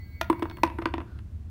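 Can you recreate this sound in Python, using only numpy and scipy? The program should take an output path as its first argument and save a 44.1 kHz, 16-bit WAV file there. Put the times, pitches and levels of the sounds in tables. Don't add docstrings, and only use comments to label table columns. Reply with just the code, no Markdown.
import sys
import numpy as np
from scipy import signal
from scipy.fft import rfft, irfft, next_fast_len
from scipy.io import wavfile
from scipy.ndimage import map_coordinates

SR = 44100
rng = np.random.default_rng(int(sys.argv[2]) if len(sys.argv) > 2 else 0)


def put_to_file(sound):
    columns = np.atleast_2d(sound).T
    safe = np.clip(columns, -1, 1)
    whole_steps = np.round(safe * 32767)
    wavfile.write(sys.argv[1], SR, whole_steps.astype(np.int16))


N = 66150
T = np.arange(N) / SR


def amp(db):
    return 10 ** (np.asarray(db) / 20)


def unit(x):
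    return x / np.sqrt(np.mean(x ** 2) + 1e-20)


def along(points, hz):
    point_hz, values = np.transpose(points)
    return np.interp(np.log(hz + 1), np.log(point_hz + 1), values)


def filtered(x, response):
    size = next_fast_len(N + SR // 2)
    hz = np.fft.rfftfreq(size, 1 / SR)
    return irfft(rfft(x, size) * response(hz), size)[:N]


def noise(spectrum):
    return unit(filtered(rng.standard_normal(N), lambda hz: amp(along(spectrum, hz))))


def wobble(rate):
    return map_coordinates(rng.standard_normal(256), [T * rate], mode="wrap")


def fade(t60, rise, t=T):
    return np.exp(-np.log(1000) * t / t60) * (1 - np.exp(-t / rise))


def delayed(x, s):
    return np.pad(x, (round(s * SR), N))[:N]


def ring(modes, detune=0):
    t = T[:SR // 4]
    rows = []
    for k, (hz, db, t60, rise) in enumerate(modes):
        pitch = hz * (1 + detune * rng.standard_normal())
        rows.append((-1) ** k * amp(db) * fade(t60, rise, t) * np.sin(2 * np.pi * pitch * t))
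    return np.array(rows)


def brightness(db, hz, from_hz=1400, full_hz=4440):
    return amp(db * along([(from_hz, 0), (full_hz, 1)], hz))


def burst(spectrum, t60, rise, bright_db=0):
    t = T[:SR // 4]
    hz = np.fft.rfftfreq(len(t), 1 / SR)
    colour = unit(amp(along(spectrum, hz))) * brightness(bright_db, hz)
    hiss = irfft(rfft(rng.standard_normal(len(t))) * colour, len(t))
    return fade(t60, rise, t) * hiss


def ventilation(fan_hz=74.3, fan_db=-47.5, rumble_db=-40):
    # frequency in Hz, relative noise level in dB.
    rumble_colour = [(20, -18), (45, -8.5), (75, 0), (105, -4), (140, -15.5), (210, -16.5), (300, -27),
                     (400, -34), (700, -42), (1500, -47), (4000, -55), (9000, -60.5), (15500, -66.5)]
    phase = 2 * np.pi * fan_hz * T + 0.5 * wobble(7)
    fan = np.sqrt(2) * amp(fan_db) * np.sin(phase)
    return fan + amp(rumble_db) * noise(rumble_colour)


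def motor(flutter_db=4.5):
    # time in seconds, shaft turns per second.
    speed = [(0, 201), (.05, 202.2), (.1, 201.2), (.17, 202.7), (.23, 201.8), (.29, 203), (.34, 201.6),
             (.42, 204.1), (.48, 203.3), (.54, 200.6), (.66, 192.5)]
    # time in seconds, change in the whine's level in dB.
    loudness = [(0, -1), (.2, 1), (.32, 0), (.6, 1.5), (.66, -4), (.74, -35)]
    multiples = [8, 10, 11, 20, 22, 71, 72, 74, 75, 76, 77, 78, 79]
    levels = [-77, -67.5, -66, -85.5, -73.5, -89, -85.5, -76, -76.5, -85.5, -77, -73.5, -80]
    turns = np.cumsum(np.interp(T, *np.transpose(speed))) / SR
    whine = np.zeros(N)
    for multiple, db in zip(multiples, levels):
        strength = amp(db + flutter_db * wobble(23))
        whine += strength * np.sin(2 * np.pi * (multiple * turns + rng.random()))
    return np.sqrt(2) * whine * amp(np.interp(T, *np.transpose(loudness)))


def rim(start_s=0.2117, gain_db=-18, rise_s=0.001):
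    # pitch in Hz, relative level in dB, fade time in seconds.
    rim_notes = [(337.7, -15.5, .11), (657, -5, 0.072), (900, -1.5, .02), (1260, -8.5, .025),
                 (1410, -13, 0.12), (2011, -5, 0.013), (2450, -17.5, 0.12), (2900, -21, .02),
                 (3390, -14.5, .02), (3630, -14, .035), (4760, -13.5, 0.023), (6170, -12, 0.016)]
    # frequency in Hz, relative noise level in dB.
    crack_colour = [(300, -19), (800, 1), (2500, -0.5), (4000, -3.5), (6200, -14.5), (7500, -21),
                    (9500, -22), (13000, -12), (16000, -27.5)]
    ringing = ring([(hz, db, t60, rise_s) for hz, db, t60 in rim_notes]).sum(axis=0)
    crack = burst(crack_colour, t60=0.021, rise=rise_s)
    return delayed(amp(gain_db) * (ringing + crack), start_s)


def bounces(rise_s=0.00053):
    # start in seconds, then dB changes for the whole hit, boom, knock, treble and ball shell.
    hits = [(.2994, -18, 11, 5, -6, 4.5), (0.3275, -28, 3, -6, -8, 0), (0.3946, -38.5, 10, -2.5, -5, 11),
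            (.4230, -22, 9, -0.5, -12, -7), (0.4279, -33, -2, -11, 4.5, 5),
            (0.4545, -32, -1, 2.5, -15, -8.5), (0.4982, -36.5, -2, -9.5, 1.5, 0),
            (0.5119, -39, -7, -3, 0, -7), (0.5701, -36, 0, -5.5, -7, 5), (0.584, -42.5, 5.5, 3, -8, -5),
            (0.6336, -10.5, -0.5, 1, 3, -0.5), (0.6619, -39, -4, -7, -26.5, -2),
            (0.6748, -32.5, -4, 0.5, -4, -3), (0.6995, -36, -6, 1.5, -4, -9),
            (.7860, -25.5, 7, -1.5, -20, -3), (.8175, -37, -8, 1, -5, -8),
            (0.8218, -25.5, -1, -26, -13.5, -10), (0.8562, -17, 2.5, -1, -2.5, -8),
            (0.9388, -22, 3.5, -1.5, -6, -13), (0.9806, -30, 7, 0, -5.5, -16),
            (1.0031, -32, 4.5, -9, -13, -12), (1.014, -35.5, -3, -3.5, -23, -8),
            (1.189, -45.5, -2, -7.5, 1.5, -1)]
    # pitch in Hz, relative level in dB, fade time in seconds, rise time in seconds.
    boom_notes = [(334.6, -4.5, 0.11, 0.0019), (255, -8, .03, 0.0019), (384, -12, 0.031, .0012)]
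    knock_notes = [(956.4, 11, 0.021, 0.0036), (1097, -5, 0.025, 0.00054)]
    wall_notes = [(570, -15.5, 0.03, 0.00022), (691, -11.5, 0.041, .0005), (1380, -15.5, 0.036, 0.00041),
                  (1615, -12, .022, 0.00076), (1983, -6, 0.014, .0003), (2526, -6, 0.013, .0003),
                  (2855, -13.5, 0.017, .0002), (3485, -10.5, 0.016, 0.0001956), (4370, -17, 0.013, .0002),
                  (5200, -16.5, .009, .0002)]
    # frequency in Hz, relative noise level in dB.
    thud_colour = [(100, -19), (180, -2), (300, -5.5), (500, 0), (760, -2.5), (1100, 1.5), (1600, -1),
                   (2400, -12), (5000, -44.5)]
    crack_colour = [(200, -19.5), (600, -3), (1200, -7), (2500, -2.5), (3500, -4), (4400, -10.5),
                    (6300, -18), (7500, -33), (16000, -38.5)]
    shell_colour = [(5000, -21.5), (7700, -12.5), (8800, 0.5), (9400, -8.5), (11500, -5), (13300, -12),
                    (16000, -11.5)]
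    boom = ring(boom_notes).sum(axis=0)
    wall_hz = np.array(wall_notes)[:, 0]
    rattle = np.zeros(N)
    for start_s, db, boom_db, knock_db, bright_db, shell_db in hits:
        knock = amp(knock_db) * ring(knock_notes, detune=0.008).sum(axis=0)
        wall = brightness(bright_db, wall_hz) @ ring(wall_notes, detune=0.029)
        thud = amp(-6) * burst(thud_colour, t60=0.043, rise=rise_s)
        crack = amp(-4.5) * burst(crack_colour, t60=0.013, rise=rise_s, bright_db=bright_db)
        shell = amp(shell_db - 22.5) * burst(shell_colour, t60=0.022, rise=rise_s)
        clack = amp(boom_db) * boom + knock + wall + thud + crack + shell
        rattle += delayed(amp(db) * clack, start_s)
    return rattle


def roll(start_s=1.048, end_s=1.225, edge_s=0.041, level_db=-60, rough_db=2):
    # frequency in Hz, relative noise level in dB.
    roll_colour = [(300, -1), (700, -11), (1000, -10), (1450, 5), (2100, -21), (3200, -20), (4500, -17),
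                   (7000, -41)]
    fade_in_out = np.clip(np.minimum(T - start_s, end_s - T) / edge_s, 0, 1)
    return fade_in_out * amp(level_db + rough_db * wobble(74)) * noise(roll_colour)


def room(x, delay_s=0.007):
    # frequency in Hz, the tail's fade time in seconds.
    fade_times = [(150, 0.4), (350, 0.92), (1000, 0.41), (3000, 0.51), (8000, 0.2), (15000, 2.5)]
    # frequency in Hz, the tail's relative level in dB.
    tail_colour = [(150, -10.5), (330, -13), (1000, -16), (2500, -15.5), (6000, -23), (14000, -15)]
    # delay in seconds, relative level in dB.
    echoes = [(.0149, -22.5), (0.019, -21.5), (.031, -24)]
    hz, t, bands = signal.stft(rng.standard_normal(N), SR, nperseg=256)
    t60 = along(fade_times, hz)[:, None]
    gain = amp(along(tail_colour, hz))[:, None] * np.sqrt(2 * np.log(1000) / (t60 * SR))
    fading_bands = bands * gain * np.exp(-np.log(1000) * t / t60)
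    tail = signal.istft(fading_bands, SR, nperseg=256)[1][:N]
    puff = rng.standard_normal(N) * fade(t60=0.089, rise=0.001)
    scatter = amp(-19.5) * unit(puff) / np.sqrt(N)
    reverb = signal.fftconvolve(x, delayed(tail + scatter, delay_s))[:N]
    return reverb + sum(amp(db) * delayed(x, s) for s, db in echoes)


def scene():
    ball = rim() + bounces() + roll()
    return (ventilation() + motor() + ball + room(ball))[None]


def record(dry):
    top_hz = 15780
    return np.array([filtered(channel, lambda hz: hz < top_hz) for channel in dry])


dry = scene()
out = record(dry)
put_to_file(out)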